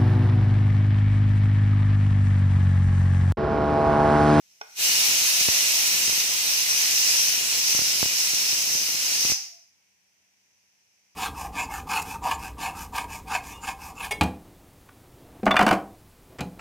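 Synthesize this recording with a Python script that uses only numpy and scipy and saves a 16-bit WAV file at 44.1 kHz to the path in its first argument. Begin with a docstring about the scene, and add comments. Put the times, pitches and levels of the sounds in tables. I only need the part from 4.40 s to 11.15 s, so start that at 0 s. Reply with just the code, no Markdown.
"""A thin, even sizzle, a seeping valve and a faint hum come first; then a pressure cooker's weight knocks, lifts
and vents for about 4.5 s. The hiss is shaped turbulent noise; two cavity resonances add a shriek at 5-6.5 kHz.
Droplets from the steam plume land on the two microphone ports as soft pressure pops.
Random bubble bursts join the sizzle when the seeds go in at 2.2 s. The weight drops back with two faint
whistles and leaves sizzle, hum and a slowly growing seep."""
import sys
import numpy as np
from scipy import signal
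from scipy.fft import rfft, irfft, next_fast_len
from scipy.io import wavfile
from scipy.ndimage import uniform_filter1d, map_coordinates

SR = 44100
rng = np.random.default_rng(int(sys.argv[2]) if len(sys.argv) > 2 else 0)


def master_out(mix):
    """Clip the mix to full scale and print it as 16-bit PCM to the path in sys.argv[1]."""
    frames = np.transpose(np.atleast_2d(mix))
    ceiling = np.clip(frames, -1, 1)
    pcm = np.round(ceiling * 32767).astype(np.int16)
    wavfile.write(sys.argv[1], SR, pcm)


N = 297675  # samples

# knock of the weight on its seat: t/s, reference level/dB (ring and crack are set relative to it)
KNOCK_EVENTS = [(0.212, -25.5)]

# Valve motion
OPEN_S, ATTACK_S = 0.39, 0.014  # the weight lifts clear; time scale of the lift
LEAK_DB, LEAK_WIDENS_DB_PER_S = -23, 84.5  # gap just before the lift, re open valve; its growth after the knock
CLOSE_S, DROP_DB_PER_S = 4.915, 297  # the weight drops back; how fast that chokes the jet
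LINGER_DB, LINGER_DB_PER_S = -6, 103  # gap left after the drop; how fast it narrows
# the seated valve seeps: at full pressure, just after venting, and its rise as pressure returns
SEEP_DB, SHUT_DB, RECOVER_DB_PER_S = -37.5, -55.5, 4

# Jet
HISS_REFERENCE_DB, SAG_DB_PER_S = -27.2, 1.11  # before each layer's own gain; fall as the cooker empties
HISS_GROWS, HISS_FOLLOWS = 1.126, 0.45  # hiss dB per dB of opening; per dB of the shriek's swells
LOWER_DB, LOWER_GAINS_DB_PER_S = -2.5, 0.2  # lower resonance re upper, before layer gains; rise during venting

# Mist, pan and propagation
MIST_DB, MIST_SWING_DB = -49.5, 2.1  # rms before the opening's envelope; scale of the plume's wandering
MIST_ARRIVES_S, MIST_RISE_S = 0.31, 0.05  # the plume reaches the ports; how quickly it thickens
SIMMER_DB, BUBBLES_DB = -68.5, -11.5  # rms of the pan's hiss; bubbles relative to it
PORT_LAG = 12.3  # samples by which the left port hears the cooker later
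TOP_HZ, TOP_EDGE_HZ = 15570, 150  # centre and width of the upper band edge


def amp(db):
    """Logarithmic level: decibels to amplitude gain."""
    return 10 ** (np.asarray(db) / 20)


def unit(x):
    """Power normalisation: scale to rms 1."""
    return x / np.sqrt(np.mean(x ** 2) + 1e-20)


def along(points, hz):
    """Interpolation on a log-frequency axis through (f/Hz, value) points."""
    f, v = np.transpose(points)
    return np.interp(np.log(hz + 1), np.log(f + 1), v)


def wobble(rate):
    """Slow random modulation: a smooth curve through random knots, rate of them a second."""
    knots = rng.standard_normal(int(N * rate / SR) + 4)
    return map_coordinates(knots, [np.arange(N) * rate / SR])


def filtered(x, response):
    """Linear filtering: the spectrum of x times a complex response of frequency."""
    m = next_fast_len(N + SR // 2)
    return irfft(rfft(x, m) * response(np.fft.rfftfreq(m, 1 / SR)), m)[..., :N]


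def coloured(x, spectrum):
    """Spectral shaping: x filtered by a response through (f/Hz, level/dB) points."""
    return filtered(x, lambda hz: amp(along(spectrum, hz)))


def simmer():
    """Superposed random bursts: tiny bubbles round the seeds over an even hiss, with the stove's wavering hum."""
    # spectrum of the sizzle: f/Hz, relative spectral level/dB
    sizzle_spectrum = [(35, -37.5), (60, -22), (91, -9.5), (150, -16.5), (260, -17), (520, -17.5),
                       (950, -16), (1200, -23), (1800, -14), (2450, -9), (3700, -19.5), (5200, -16.5),
                       (5900, -8), (6800, -18), (8800, -22.5), (15500, -26.5)]
    # partials of the stove's hum: f/Hz, mean level/dB
    hum_partials = [(194, -88), (932, -96.5)]
    now = np.arange(N) / SR
    hiss = unit(coloured(rng.standard_normal((2, N)), sizzle_spectrum))
    burst_times = rng.random(N) < 2500 / SR  # mean bursts per second
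    bursts = burst_times * rng.standard_normal((2, N)) * (now > 2.2)  # from when the seeds go in
    bubbles = unit(coloured(bursts, sizzle_spectrum))
    hum = 0
    for hz, db in hum_partials:
        phase = 2 * np.pi * hz * now + 1.1 * wobble(14)
        hum = hum + amp(db + 3 * wobble(12)) * np.sin(phase)
    return amp(SIMMER_DB) * (hiss + amp(BUBBLES_DB) * bubbles) + hum


def opening():
    """Flow through a variable gap (open = about 1): seeps, leaks after the knock, lifts, holds, drops, settles."""
    now = np.arange(N) / SR
    closing_s = np.maximum(now - CLOSE_S, 0)
    lift = .5 + .5 * np.tanh((now - OPEN_S) / (2 * ATTACK_S))
    leak_db = LEAK_DB - LEAK_WIDENS_DB_PER_S * np.maximum(OPEN_S - now, 0)
    leak = amp(leak_db) * (now > KNOCK_EVENTS[0][0])
    drop = amp(-DROP_DB_PER_S * closing_s)
    linger = amp(LINGER_DB - LINGER_DB_PER_S * closing_s)
    release = np.maximum(drop, linger)
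    seep = amp(np.where(now < CLOSE_S, SEEP_DB, SHUT_DB + RECOVER_DB_PER_S * closing_s))
    return np.hypot(np.maximum(lift, leak) * release, seep)


def rush(spectrum, patchy_db):
    """Turbulent noise: a coloured random spectrum of rms 1 with drifting patches of gain."""
    z = signal.stft(rng.standard_normal(N), nperseg=1024)[2]
    field = uniform_filter1d(rng.standard_normal(z.shape), size=3, axis=0)  # smooth over frequency
    field = uniform_filter1d(field, size=9, axis=1)  # smooth over time
    noise = signal.istft(z * amp(patchy_db * unit(field)), nperseg=1024)[1][:N]
    return unit(coloured(noise, spectrum))


def kitchen(x, early_db, tail_db):
    """Delay and reverberation: the right port hears first, hob and walls answer; nominal power is kept."""
    # decay of the room's tail: f/Hz, t60/s
    room_decay = [(200, 0.18), (2000, 0.58), (6000, 0.29), (14000, 0.15)]
    hz, t, z = signal.stft(rng.standard_normal((2, SR // 2)), SR, nperseg=256)
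    tail = signal.istft(z * amp(-60 * t / along(room_decay, hz)[:, None]), SR, nperseg=256)[1]
    early_decay = amp(-60 * np.arange(tail.shape[1]) / SR / 0.11)  # t60 0.11 s
    early = rng.standard_normal(tail.shape) * early_decay
    walls = amp(tail_db) * tail / np.linalg.norm(tail[0])
    walls = walls + amp(early_db) * early / np.linalg.norm(early[0])
    delayed = np.pad(x, (SR // 500, 0))[None]  # reflections start after 2 ms
    echo = signal.fftconvolve(delayed, walls, axes=1)[:, :N]
    direct = filtered(x, lambda f: np.exp(np.outer([-1, 1], 1j * np.pi * f * PORT_LAG / SR)))
    return (direct + echo) / np.sqrt(1 + amp(early_db) ** 2 + amp(tail_db) ** 2)


def plume(spectrum, level, patchy_db, swirl_db, early_db, tail_db):
    """Partial coherence: jet noise by fixed paths, plus part by paths that the swirling steam keeps changing."""
    steady = kitchen(level * rush(spectrum, patchy_db), early_db, tail_db)
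    swirl = level * np.array([rush(spectrum, patchy_db), rush(spectrum, patchy_db)])
    return (steady + amp(swirl_db) * swirl) / np.sqrt(1 + amp(swirl_db) ** 2)


def steam():
    """Jet noise and cavity resonance: steam hisses under the rocking weight and sags; the cavity shrieks."""
    # the jet's hiss below and above the shriek, each: f/Hz, relative spectral level/dB
    body_spectrum = [(120, -41.5), (300, -23), (700, -14.5), (1200, -14), (1600, -11.5), (2000, -5),
                     (2400, -0.5), (2750, 1), (3400, -4.5), (4100, -1), (4500, 1), (5800, -28), (9000, -88)]
    fizz_spectrum = [(5000, -40), (7000, 1.5), (7500, -1), (8200, 1.5), (9000, -4), (9700, -4),
                     (10400, -1.5), (10900, -3), (11400, 1.5), (12100, -7.5), (12800, -5), (13600, -5),
                     (14400, -3), (15400, -2.5)]
    # the valve's two cavity resonances, each: f/Hz, relative spectral level/dB
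    lower_resonance = [(3300, -35), (4500, -11.5), (5000, -1), (5300, -1), (5550, 0), (5900, -16.5),
                       (7000, -46)]
    upper_resonance = [(4400, -44), (5450, -18.5), (5700, -2), (5920, -1), (6250, -4), (6600, -8.5),
                       (7000, -13.5), (8500, -42.5)]
    # shriek of the open valve: t/s, reference level/dB (before each resonance's own gain)
    shriek_course = [(0.45, -28), (0.59, -25.5), (0.99, -28), (1.01, -23), (1.04, -26.5), (1.8, -27.5),
                     (1.82, -30.5), (2.18, -28), (2.26, -29.5), (2.32, -27.5), (2.75, -24), (2.97, -29.5),
                     (3.36, -26.5), (3.69, -29), (3.86, -27.5), (4.58, -30), (4.69, -27.5), (4.93, -25.5)]
    # directivity between the ports: f/Hz, left minus right level/dB
    port_balance = [(300, 9.5), (800, 2), (1600, 0), (2700, -2), (3400, 0), (4100, -3), (4500, 1),
                    (5200, -5), (6000, 3), (6700, -0.5), (8500, -1), (12500, -1), (14000, 3.5),
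                    (15200, -1.5)]
    now, gap = np.arange(N) / SR, opening()
    venting_s = np.maximum(now - OPEN_S, 0)
    shriek_db = np.interp(now, *np.transpose(shriek_course))
    swell_db = shriek_db - np.transpose(shriek_course)[1].mean()
    flow_db = HISS_REFERENCE_DB - SAG_DB_PER_S * venting_s + HISS_FOLLOWS * swell_db
    flow = gap ** HISS_GROWS * amp(flow_db)
    lower_ratio = amp(LOWER_DB + LOWER_GAINS_DB_PER_S * venting_s)
    rocking = amp(0.39 * wobble(24))
    flutter = rocking * amp(0.55 * wobble(35))
    cavity = flutter * gap * amp(shriek_db) / np.sqrt(1 + lower_ratio ** 2)
    body = plume(body_spectrum, amp(1.32) * rocking * flow,
                 patchy_db=1.5, swirl_db=0.5, early_db=-7.0, tail_db=-7.0)
    fizz = plume(fizz_spectrum, amp(4.0) * rocking * flow,
                 patchy_db=3.5, swirl_db=6.0, early_db=-7, tail_db=-9.5)
    lower = plume(lower_resonance, amp(3.0) * cavity * lower_ratio,
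                  patchy_db=1.5, swirl_db=-7.5, early_db=1.5, tail_db=4.0)
    upper = plume(upper_resonance, amp(3.5) * cavity,
                  patchy_db=3.0, swirl_db=-3.5, early_db=-4.5, tail_db=4.0)
    jet = body + fizz + lower + upper
    return filtered(jet, lambda hz: amp(np.outer([.5, -.5], along(port_balance, hz))))


def valve():
    """Modal impact: the weight knocks once before it lifts; the small lid radiates almost no bass."""
    # modes of the weight and lid: f/Hz, relative level/dB, t60/s
    lid_modes = [(440, -21, .11), (700, -13, .016), (870, -3, .018), (1080, -6, .016), (1490, -6, .024),
                 (2160, -11, .028), (2460, -9, .028), (3050, -19, .03), (3500, -18, .03), (4480, -16, .018),
                 (5560, -5, .022), (5700, -8, .026)]
    # noise of the contact itself: f/Hz, relative spectral level/dB
    contact_spectrum = [(200, -40), (450, -8), (850, 0), (1600, -1), (3000, -14), (6000, -14), (9000, -40)]
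    s, db = KNOCK_EVENTS[0]
    t = np.maximum(np.arange(N) / SR - s - .001, 0)  # sound starts 1 ms after the listed time
    ring = sum(amp(level - 60 * t / t60) * np.sin(2 * np.pi * hz * t) for hz, level, t60 in lid_modes)
    ring = ring * (1 - np.exp(-t / .0006))  # soft onset
    ring = signal.sosfilt(signal.butter(2, 400, "high", fs=SR, output="sos"), ring)
    contact = (t > 0) * amp(-60 * t / .02) * rng.standard_normal(N)  # t60 20 ms
    crack = coloured(contact, contact_spectrum)
    knock = amp(db + 3) * ring / np.abs(ring).max() + amp(db - 2) * crack / np.abs(crack).max()
    return kitchen(knock, early_db=-13, tail_db=-9)


def port_pop(fall_s, soft_hz, cut_hz):
    """Pressure relaxation: a sudden push, peak 1, leaks away; the microphone's bass cut makes it swing back."""
    t = np.arange(SR // 20) / SR
    soften = signal.butter(2, min(soft_hz, SR / 4), fs=SR, output="sos")
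    push = signal.sosfilt(soften, np.exp(-t / fall_s))
    pop = signal.sosfilt(signal.butter(3, cut_hz, "high", fs=SR, output="sos"), push)
    return pop / pop.max()


def droplets(splash_s=0.0012):
    """Random impacts: each droplet pops as it spreads on one port only, a few big ones in a patter of mist."""
    # larger droplets: t/s, level/dB (13 dB below the pop's peak), left minus right/dB (sign picks the port)
    big_drops = [(1.009, -34, 10.5), (1.085, -21.5, 31), (1.679, -34.5, 10), (1.695, -33.5, 6),
                 (1.728, -39, 8), (1.777, -40.5, 6), (2.89, -43.5, -5), (3.348, -30, 1), (3.39, -26, -11.5),
                 (3.418, -32.5, -20), (3.628, -20, -33), (3.657, -31.5, -12.0), (3.934, -35.5, -6.0),
                 (4.129, -36, -8), (4.351, -33.5, -7), (4.85, -30, -4), (4.898, -31, -10.0),
                 (4.919, -29, 4)]
    pops = np.zeros((2, N))
    for s, db, pan in big_drops:
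        pop = port_pop(fall_s=0.00059, soft_hz=6000 * amp(db) ** 0.21, cut_hz=65)  # harder blows are sharper
        start = round((s + splash_s) * SR)
        pops[int(pan < 0), start:][:len(pop)] += amp(db + 13) * pop
    landings = rng.random((2, N)) < 500 / SR  # mean landings per second on each port
    mist = landings * rng.standard_normal((2, N)) * amp(2.6 * rng.standard_normal((2, N)))
    fine_pop = port_pop(fall_s=0.00022, soft_hz=1200, cut_hz=100)
    patter = signal.fftconvolve(mist, fine_pop[None], axes=1)[:, :N]
    arrived = .5 + .5 * np.tanh((np.arange(N) / SR - MIST_ARRIVES_S) / (2 * MIST_RISE_S))
    density = arrived * opening() ** 2 * amp(MIST_DB + MIST_SWING_DB * wobble(5))
    return pops + density * unit(patter)


def whistles():
    """Jet tones: the last steam whistles faintly, lower each time, with unsteady phase as the weight sinks back."""
    # whistles of the closing valve: centre t/s, f/Hz, level/dB, half length to 1/e/s
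    closing_tones = [(4.99, 780, -52.5, .05), (5.16, 683, -61.5, .065)]
    now = np.arange(N) / SR
    tones = 0
    for at, hz, db, half in closing_tones:
        envelope = np.exp(-((now - at) / half) ** 2)
        tones = tones + amp(db) * envelope * np.sin(2 * np.pi * hz * now + 0.73 * wobble(60))
    return kitchen(tones, early_db=-19, tail_db=-10)


def scene():
    """Superposition: the pressures of cooker and pan add at the two ports."""
    return simmer() + steam() + valve() + droplets() + whistles()


def record(dry):
    """Band limitation: a steep linear edge removes everything above the recorder's upper limit."""
    return filtered(dry, lambda hz: np.clip((TOP_HZ - hz) / TOP_EDGE_HZ + .5, 0, 1))


dry = scene()
out = record(dry)
master_out(out)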